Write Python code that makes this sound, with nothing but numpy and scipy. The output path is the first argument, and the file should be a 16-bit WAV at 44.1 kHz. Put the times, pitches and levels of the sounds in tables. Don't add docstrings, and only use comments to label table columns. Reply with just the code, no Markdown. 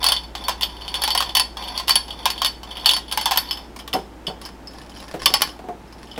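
import sys
import numpy as np
from scipy import signal
from scipy.io import wavfile

SR = 44100
rng = np.random.default_rng(int(sys.argv[2]) if len(sys.argv) > 2 else 0)


def transcribe(u):
    v = np.clip(np.atleast_2d(u).T, -1, 1)
    q = np.round(v * 32767).astype(np.int16)
    wavfile.write(sys.argv[1], SR, q)


N = 272979
SIZE = 16384
AGE = np.arange(SIZE) / SR
TIME = np.arange(N) / SR


def amp(db):
    return 10 ** (np.asarray(db) / 20)


def unit(x):
    return x / np.sqrt(np.mean(x ** 2) + 1e-20)


def levelled(x, db):
    return amp(db) * x / np.sqrt(np.mean(x[:SR // 50] ** 2) + 1e-20)


def add(mix, s, sound):
    part = mix[max(round(s * SR), 0):][:len(sound)]
    part += sound[:len(part)]


def colour(x, points):
    hz, db = np.transpose(points)
    log_hz = np.log(abs(np.fft.fftfreq(SIZE, 1 / SR)) + 1)
    log_gain = np.log(amp(np.interp(log_hz, np.log(hz), db)))
    taps = np.fft.ifft(np.exp(signal.hilbert(log_gain).conj())).real[:SIZE // 2]
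    return signal.fftconvolve(x, taps)[:len(x)]


def dying(t60):
    x = rng.standard_normal(SIZE) * amp(-60 * AGE / t60)
    return x / np.linalg.norm(x)


def blow(contact_s, rattle_db, room_db, rattle_t60=0.11):
    room = dying(t60=0.31) * (1 - np.exp(-AGE / 0.0032))
    return dying(contact_s) + amp(rattle_db) * dying(rattle_t60) + amp(room_db) * room


def tap(rattle_db, room_db):
    room = dying(t60=0.34) * (1 - np.exp(-AGE / 0.003))
    return signal.unit_impulse(SIZE) + amp(rattle_db) * dying(t60=0.1) + amp(room_db) * room


def ring(modes, detune, spread_db=2):
    hz, db, t60 = np.transpose(modes)[:, :, None]
    strength, shift, phase = rng.standard_normal((3, len(modes), 1))
    age = AGE[:SIZE // 2]
    waves = np.sin(2 * np.pi * (hz * (1 + detune * shift) * age + phase))
    return (amp(db + spread_db * strength - 60 * age / t60) * waves).sum(0)


def driven(response, drive, db):
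    return levelled(signal.fftconvolve(response, drive)[:SIZE], db)


def damped(x, extra_db, t60):
    return x * (1 + amp(extra_db) * amp(-60 * AGE[:len(x)] / t60))


def teeth(per_s, spread_db, hiss, rattle_db, contact_s):
    impulses = (rng.random(N) < per_s / SR) * amp(spread_db * np.minimum(rng.exponential(1, N), 3))
    impulses *= rng.choice([-1, 1], N)
    contacts = signal.fftconvolve(impulses, blow(contact_s, rattle_db, room_db=-18))[:N]
    return unit(contacts) + hiss * rng.standard_normal(N)


def strokes(rows, attack_s, release_s, swell_db_per_s):
    out = np.zeros(N)
    for start, end, db in rows:
        rise = np.clip((TIME - start) / attack_s, 0, 1)
        swell_db = swell_db_per_s * (np.clip(TIME, start, end) - (start + end) / 2)
        out += amp(db + swell_db) * rise * np.exp(-np.maximum(TIME - end, 0) / release_s)
    return out


# (f/Hz, level/dB)
AIR_SPECTRUM = [(59, -35.5), (100, -12.5), (197, 0), (229, -2), (328, 1), (406, -5.5), (452, -6), (621, -8),
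                (818, -6), (872, -2.5), (991, -12), (1330, -14), (16000, -39.5)]
# (f/Hz, level/dB)
HUM_TONES = [(28.5, -17), (41.3, -4), (57.9, 7), (60, -17), (115.8, -37), (120, -19)]
def background(air_db=-43, rumble_db=-56, hum_db=-39.5, fade_db_per_s=1.3):
    air = unit(colour(rng.standard_normal(N + SIZE), AIR_SPECTRUM)[SIZE:])
    rumble_spectrum = [(12, 11.5), (40, 4), (110, 15.5), (250, -18), (1000, -90.5)]
    rumble = unit(colour(rng.standard_normal(N + SIZE), rumble_spectrum)[SIZE:])
    hum = unit(sum(amp(db) * np.sin(2 * np.pi * (hz * TIME + rng.random())) for hz, db in HUM_TONES))
    return amp(air_db) * air + amp(rumble_db) * rumble + amp(hum_db - fade_db_per_s * TIME) * hum


# (f/Hz, level/dB)
GRIND_SPECTRUM = [(200, -29.5), (500, 2), (1000, 13), (1350, -5), (2500, -1.5), (3000, -11), (3550, 9.5),
                  (3950, -21), (4500, 4), (5700, -9), (8000, -38), (9900, -12), (11500, -24), (16000, -22)]
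# (start t/s, end t/s, level/dB)
KEY_TURNS = [(0, 0.113, -31), (0.362, 0.528, -40), (0.681, 0.957, -42.5), (0.948, 1.3, -39.5),
             (1.581, 1.787, -35.5), (2.076, 2.439, -41), (2.667, 2.89, -40), (3.093, 3.35, -41),
             (3.417, 3.6, -43)]
def key_grind():
    friction = teeth(per_s=140, spread_db=2, hiss=0.29, rattle_db=6.5, contact_s=0.023)
    envelope = strokes(KEY_TURNS, attack_s=0.0083, release_s=0.062, swell_db_per_s=6)
    return unit(colour(friction, GRIND_SPECTRUM)) * envelope


# (f/Hz, level/dB)
SNAP_SPECTRUM = [(100, -20), (300, -24.5), (550, -0.5), (1000, -12), (1400, -4), (1850, -0.5), (2600, 0),
                 (4000, 0.5), (5400, -1), (7200, -7.5), (9000, -12), (12000, -15.5), (15500, -21.5),
                 (17000, 1.5)]
# (f/Hz, level/dB, T60/s)
SHELL_MODES = [(1400, -1, .04), (1669, 0, .05), (1830, 1, .05), (2060, -2, .04), (2390, -2, .05),
               (2761, 0, .06), (4000, 0, .04), (5780, -2, .04), (6470, -7, .05), (7730, -7, .06),
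               (8915, -5, .05), (11560, -7, .04), (14400, -3, .03)]
def snap(scrape_db, shell_db=-7):
    chatter = blow(contact_s=0.048, rattle_db=3.5 + scrape_db, room_db=-11 + scrape_db, rattle_t60=0.13)
    chatter = colour(chatter, [(5000, 0.0043), (15000, -2)])
    tail = colour(dying(t60=0.26) * (1 - np.exp(-AGE / 0.0023)), [(4000, 0.0082), (12000, -9)])
    contact = amp(-2) * dying(t60=0.024) + chatter + amp(scrape_db - 1.5) * tail
    shell = signal.fftconvolve(ring(SHELL_MODES, detune=0.028), contact)[:SIZE]
    return unit(colour(contact, SNAP_SPECTRUM)) + amp(shell_db) * unit(shell)


# (f/Hz, level/dB)
CRACK_SPECTRUM = [(200, -48), (550, -35), (1000, -19), (3000, 4), (7000, -11), (10000, 2), (13000, -1.5),
                  (15500, -1), (17000, 2)]
def crack(snap_db, growth=0.55):
    crack_db = snap_db - 7 + growth * (snap_db + 31)
    return levelled(colour(dying(t60=0.028), CRACK_SPECTRUM), crack_db)


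# (f/Hz, level/dB, T60/s)
BODY_MODES = [(620, -16.5, .04), (727.4, -3.5, 0.061), (785, -5, 0.074), (877.6, 5.5, 0.045),
              (1004, 5.5, 0.04), (1059, 5.5, 0.054), (1105, -14, 0.043), (1246, -10, .04)]
PLATE_MODES = [(2980, -18, 0.09), (2894, -8.5, 0.087), (3033, 5, 0.057), (3140, -6, 0.16), (3284, 8, 0.037),
               (3412, -0.5, 0.045), (3530, 1, 0.13), (3503, -2, 0.202), (3723, -8.5, 0.1)]
WHEEL_MODES = [(4330, -9, .03), (4470, -2, .08), (4503, 0, .11), (4600, -8, .04)]
SPRING_MODES = [(4850, -4, .04), (5020, -7, .05), (5224, 0, .12), (5400, -9, .04), (7700, -20, .07)]
PAWL_MODES = [(9337, 0, .1), (9560, -4, .07), (9990, -2, .06), (10130, -2, .07), (10415, -2, .13),
              (11100, -7, .06), (12170, -2, .09), (12930, -6, .1), (13960, -9, .1)]
def click(db, parts_db, scrape_db, body_pitch=1, sustain=1, plate_db_per_khz=0, grip_db=0):
    body_db, plate_db, wheel_db, spring_db, pawl_db = db + parts_db
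    x = levelled(snap(scrape_db), db) + crack(db)
    body = ring(np.multiply(BODY_MODES, (body_pitch, 1, 1)), detune=0.0095)
    x += driven(body, blow(contact_s=0.0091, rattle_db=-4.5, room_db=-12.5), body_db)
    tilted = [(hz, level + plate_db_per_khz * hz / 1e3, t60 * sustain) for hz, level, t60 in PLATE_MODES]
    plates = damped(ring(tilted, detune=0.0036), extra_db=33 + grip_db, t60=0.064)
    x += driven(plates, tap(rattle_db=0.5, room_db=-9), plate_db)
    x += driven(ring(WHEEL_MODES, detune=0.0016), tap(rattle_db=-0.5, room_db=-14), wheel_db)
    spring = ring(np.multiply(SPRING_MODES, (1, 1, sustain)), detune=0.001538)
    spring = damped(spring, extra_db=12.5 + grip_db, t60=0.052)
    x += driven(spring, tap(rattle_db=-1, room_db=-7), spring_db)
    pawl = damped(ring(PAWL_MODES, detune=0.0022, spread_db=5.5), extra_db=0, t60=0.049)
    return x + driven(pawl, tap(rattle_db=-3.5, room_db=-16), pawl_db)


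PAWL_SHARE = 0.33
TICK_COUPLING = (-5, 0, -2, -6, -6.5)
def tick(db, ring_db, lean_db):
    extra_db = (0, ring_db - lean_db, ring_db + lean_db, (ring_db + lean_db) / 2, PAWL_SHARE * ring_db)
    return click(db, np.add(TICK_COUPLING, extra_db), scrape_db=-1)


def light_ticks(spacing_s=0.045, relative_db=-13.5, spread_db=0.5):
    out = np.zeros(N)
    for start, end, db in KEY_TURNS:
        for s in np.arange(start, end - spacing_s / 2, spacing_s):
            strength, lean = spread_db * rng.standard_normal(2)
            onset = s + spacing_s * rng.random()
            add(out, onset, tick(db + relative_db + strength, ring_db=12, lean_db=lean - 1))
    return out


# (t/s, level/dB, ringing/dB, lean from side plates to wheel/dB)
RATCHET_TICKS = [(.029, -33, 7, -1.5), (.042, -20.5, -3, 2.5), (.065, -24.5, 4, 7.5), (.087, -24, 1.5, -2),
                 (.120, -23, 4.5, -0.5), (0.165, -48.5, 23.5, -1.5), (.236, -51, 9, 2),
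                 (0.439, -46.5, 12, 3), (0.61, -30, -8, -7), (.623, -37.5, 12.5, 2.5), (.632, -30, 9, 0),
                 (0.818, -56.5, 18.5, 1), (0.88, -43, 12, -1), (.942, -32.5, 3.5, -6), (0.955, -36, 7, 2),
                 (1.019, -28, 1, 3), (1.0375, -23.5, 0, -0.5), (1.105, -30, 9, 2), (1.176, -27.5, 8, 0.5),
                 (1.351, -21.5, 3, -0.5), (1.369, -20.5, 1.5, 0.5), (1.397, -21, 1, 3.5),
                 (1.6837, -42.5, 9, 0.5), (1.762, -46, 7.5, -3), (1.777, -32.5, 4, 7),
                 (1.8752, -38, -2, 4.5), (1.881, -26.5, 4.5, -0.5), (1.894, -19, -3.5, 2),
                 (1.907, -27.5, 8.5, 6.5), (1.956, -22.5, 6, 1.5), (2.106, -52.5, 20, -2),
                 (2.303, -29, 2.5, 2), (2.379, -50, 16, -2), (2.447, -25.5, 6, 0), (2.460, -27, 3, 3),
                 (2.712, -47, 0.5, -13), (2.770, -41.5, 4.5, -4.5), (2.846, -53, 14, -6),
                 (2.859, -21, 7, 2.5), (2.878, -45, 23, 3), (2.892, -31.5, 10, -9.5), (2.912, -25.5, 1, 3),
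                 (2.935, -26, 4, 2), (2.965, -28, -1.5, -1.5), (3.0811, -49.5, 8, 0),
                 (3.114, -34.5, 1.5, -2), (3.124, -28, -1.5, -0.5), (3.199, -52, 11, -5),
                 (3.212, -29.5, 0, 1), (3.374, -21, 1, 0.5), (3.489, -55.5, 17.5, 5.5)]
def ratchet():
    out = np.zeros(N)
    for s, db, ring_db, lean_db in RATCHET_TICKS:
        add(out, s, tick(db, ring_db, lean_db))
    return out


# (t/s, f/Hz, level/dB)
PAWL_RINGS = [(.087, 9350, -25), (1.019, 12100, -36), (1.0378, 10460, -27.5), (1.176, 9740, -27),
              (1.397, 9450, -29), (1.956, 10200, -16.5), (3.124, 10120, -31.5), (3.374, 13100, -19),
              (3.510, 12400, -39), (5.4195, 13960, -29)]
def pawl_notes(t60=0.038, split_hz=70):
    out = np.zeros(N)
    for s, hz, db in PAWL_RINGS:
        pair = ring([(hz, 0, t60), (hz + split_hz, -3, t60 / 2)], detune=0.0005)
        note = damped(pair, extra_db=-1.5, t60=0.035)
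        add(out, s, driven(note, tap(rattle_db=-10, room_db=-16), db))
    return out


# (t/s, level/dB, ringing/dB)
KEY_JOLTS = [(0.352, -34, 0), (.483, -23, -9), (.493, -27, -3), (1.0769, -25.5, -2), (1.150, -23.5, -5),
             (1.2048, -24, -3), (1.225, -29.5, 1.5), (1.293, -41, 10.5), (1.570, -36.5, 3),
             (1.798, -32.5, -15), (2.256, -19.5, -1.5), (2.418, -24.5, 1.5), (2.632, -40, -0.5),
             (3.1742, -22.5, -4.5), (3.257, -22.5, 2), (3.3103, -24.5, -4), (3.317, -24.5, -2),
             (3.334, -30, -3), (3.360, -30, -1)]
JOLT_COUPLING = (1.5, -0.5, -5.5, -7.5, -18.5)
def key_jolts():
    out = np.zeros(N)
    for s, db, ring_db in KEY_JOLTS:
        extra_db = (0, ring_db, ring_db, ring_db / 2, PAWL_SHARE * ring_db)
        add(out, s, click(db, np.add(JOLT_COUPLING, extra_db), scrape_db=2))
    return out


# (t/s, level/dB, ringing/dB, lean from side plates to spring/dB)
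TIN_CLINKS = [(3.510, -35, 9, -0.5), (3.529, -42, 6.5, 0), (3.573, -44, 3, -2.5), (3.762, -38, -19.5, 2),
              (3.79, -40.5, -10, 5), (3.798, -42.5, -7, -8.5), (3.877, -35.5, -16.5, -11),
              (3.93, -44, 10, -8), (3.936, -27, -5.5, 3.5), (4.268, -41, 10.5, -4.5), (4.415, -39, -12, 3),
              (4.452, -45, 2.5, 4.5), (4.458, -37.5, -17, -9), (4.6723, -50.5, 3, 9.5), (4.735, -50, -7, 0),
              (4.816, -49, -4, -3), (4.896, -50, -8, 2), (4.971, -49, -10, 8), (5.002, -41, -18, 5.5),
              (5.085, -47, -16, -4), (5.21, -58, -4, 2), (5.231, -49, -1, 10), (5.2584, -16, -2.5, -4),
              (5.339, -18, -2, 0.5), (5.4191, -18, -6, -2), (5.492, -47, 0.5, -3), (5.877, -64, -1, 5),
              (5.926, -50, -8.5, 8), (6.072, -57, 1, -3), (6.114, -62, 17.5, -3.5), (6.161, -61, 9.5, -8)]
CLINK_COUPLING = (-4.5, 1, 1.5, 2, -7.5)
def clinks(wheel_growth=0.22):
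    out = np.zeros(N)
    for s, db, ring_db, lean_db in TIN_CLINKS:
        wheel_db = ring_db + wheel_growth * (db + 13)
        extra_db = (0, ring_db - lean_db, wheel_db, ring_db + lean_db, PAWL_SHARE * ring_db)
        clink = click(db, np.add(CLINK_COUPLING, extra_db), scrape_db=-6,
                      body_pitch=1.08, sustain=0.74, plate_db_per_khz=-20, grip_db=-15)
        add(out, s, clink)
    return out


# (f/Hz, level/dB, T60/s)
TABLE_MODES = [(179, -3, 0.062), (201, -3.5, 0.088), (256, -10.5, 0.22), (328, -11, 0.18), (419, 13, 0.017)]
CHASSIS_MODES = [(474, -14, 0.067), (583, -11.5, 0.047), (598, 3.5, 0.024), (761, 4.5, 0.075),
                 (919, -7, 0.089), (980, 1.5, 0.038), (1480, -13, 0.058), (2460, -29, 0.018)]
# (t/s, table level/dB, chassis level/dB)
TABLE_BLOWS = [(3.939, -24.5, -21.5), (3.948, -23.5, -20), (3.964, -27.5, -36), (3.989, -30.5, -48),
               (4.280, -26, -33.5), (4.298, -33.5, -31), (5.14, -23.5, -33), (5.158, -31.5, -34),
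               (5.259, -29, -41), (5.302, -31, -32.5), (5.422, -40, -55), (5.591, -40.5, -38.5),
               (5.64, -37, -36), (5.686, -29, -26), (6.177, -25, -42)]
def knocks():
    out = np.zeros(N)
    for s, table_db, chassis_db in TABLE_BLOWS:
        table = ring(TABLE_MODES, detune=0.026)
        add(out, s, driven(table, blow(contact_s=0.03, rattle_db=8, room_db=4), table_db))
        chassis = ring(CHASSIS_MODES, detune=0.022)
        add(out, s, driven(chassis, blow(contact_s=0.02, rattle_db=5, room_db=-6), chassis_db))
    return colour(out, [(70, -20), (160, -4.5), (1100, -2.5), (3000, 0), (7000, -2)])


# (f/Hz, level/dB, T60/s)
PING_MODES = [(1750, -2, .035), (3050, -1, .035), (4250, 0, .035), (5100, 1, .045), (5500, -2, .025),
              (6700, -7, .02), (7600, -9, .02), (10550, -17, .03)]
def pings(per_s, spread_db):
    out = np.zeros(N)
    for mode in PING_MODES:
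        plucks = (rng.random(N) < per_s / SR) * amp(spread_db * np.minimum(rng.exponential(1, N), 2.5))
        out += signal.fftconvolve(plucks, ring([mode], detune=0.0049))[:N]
    return unit(signal.fftconvolve(out, tap(rattle_db=-8, room_db=-12))[:N])


# (f/Hz, level/dB)
WHIRR_SPECTRUM = [(300, 8), (700, -1), (1050, 3), (1300, -5.5), (1800, -5.5), (3800, -2), (5000, -2.5),
                  (6500, -14.5), (8700, -15), (10000, -28), (10550, -1), (11300, -23), (16000, -24)]
# (start t/s, end t/s, level/dB)
GEAR_SPURTS = [(4.42, 4.47, -43), (4.7, 4.82, -42), (4.89, 5.12, -40.5), (5.19, 5.48, -34.5),
               (5.98, 6.19, -48)]
def gears(whirr_db=-2, ping_db=-9):
    contacts = teeth(per_s=97, spread_db=6.5, hiss=0.2, rattle_db=-0.5, contact_s=0.0058)
    whirr = unit(colour(contacts, WHIRR_SPECTRUM))
    running = amp(whirr_db) * whirr + amp(ping_db) * pings(per_s=18, spread_db=3)
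    return running * strokes(GEAR_SPURTS, attack_s=0.01, release_s=0.035, swell_db_per_s=3)


# (f/Hz, level/dB)
SHELL_RADIATION = [(100, -21), (300, -13.5), (550, 0), (16000, -1)]
def scene():
    mix = background() + key_grind() + gears() + knocks()
    tin = ratchet() + pawl_notes() + key_jolts() + clinks() + light_ticks()
    return (mix + colour(tin, SHELL_RADIATION))[None]


def record(dry):
    lowpass = signal.firwin(255, cutoff=15920, window=("kaiser", 8), fs=SR)
    return signal.oaconvolve(np.clip(dry, -1, 1), lowpass[None], "same")


dry = scene()
out = record(dry)
transcribe(out)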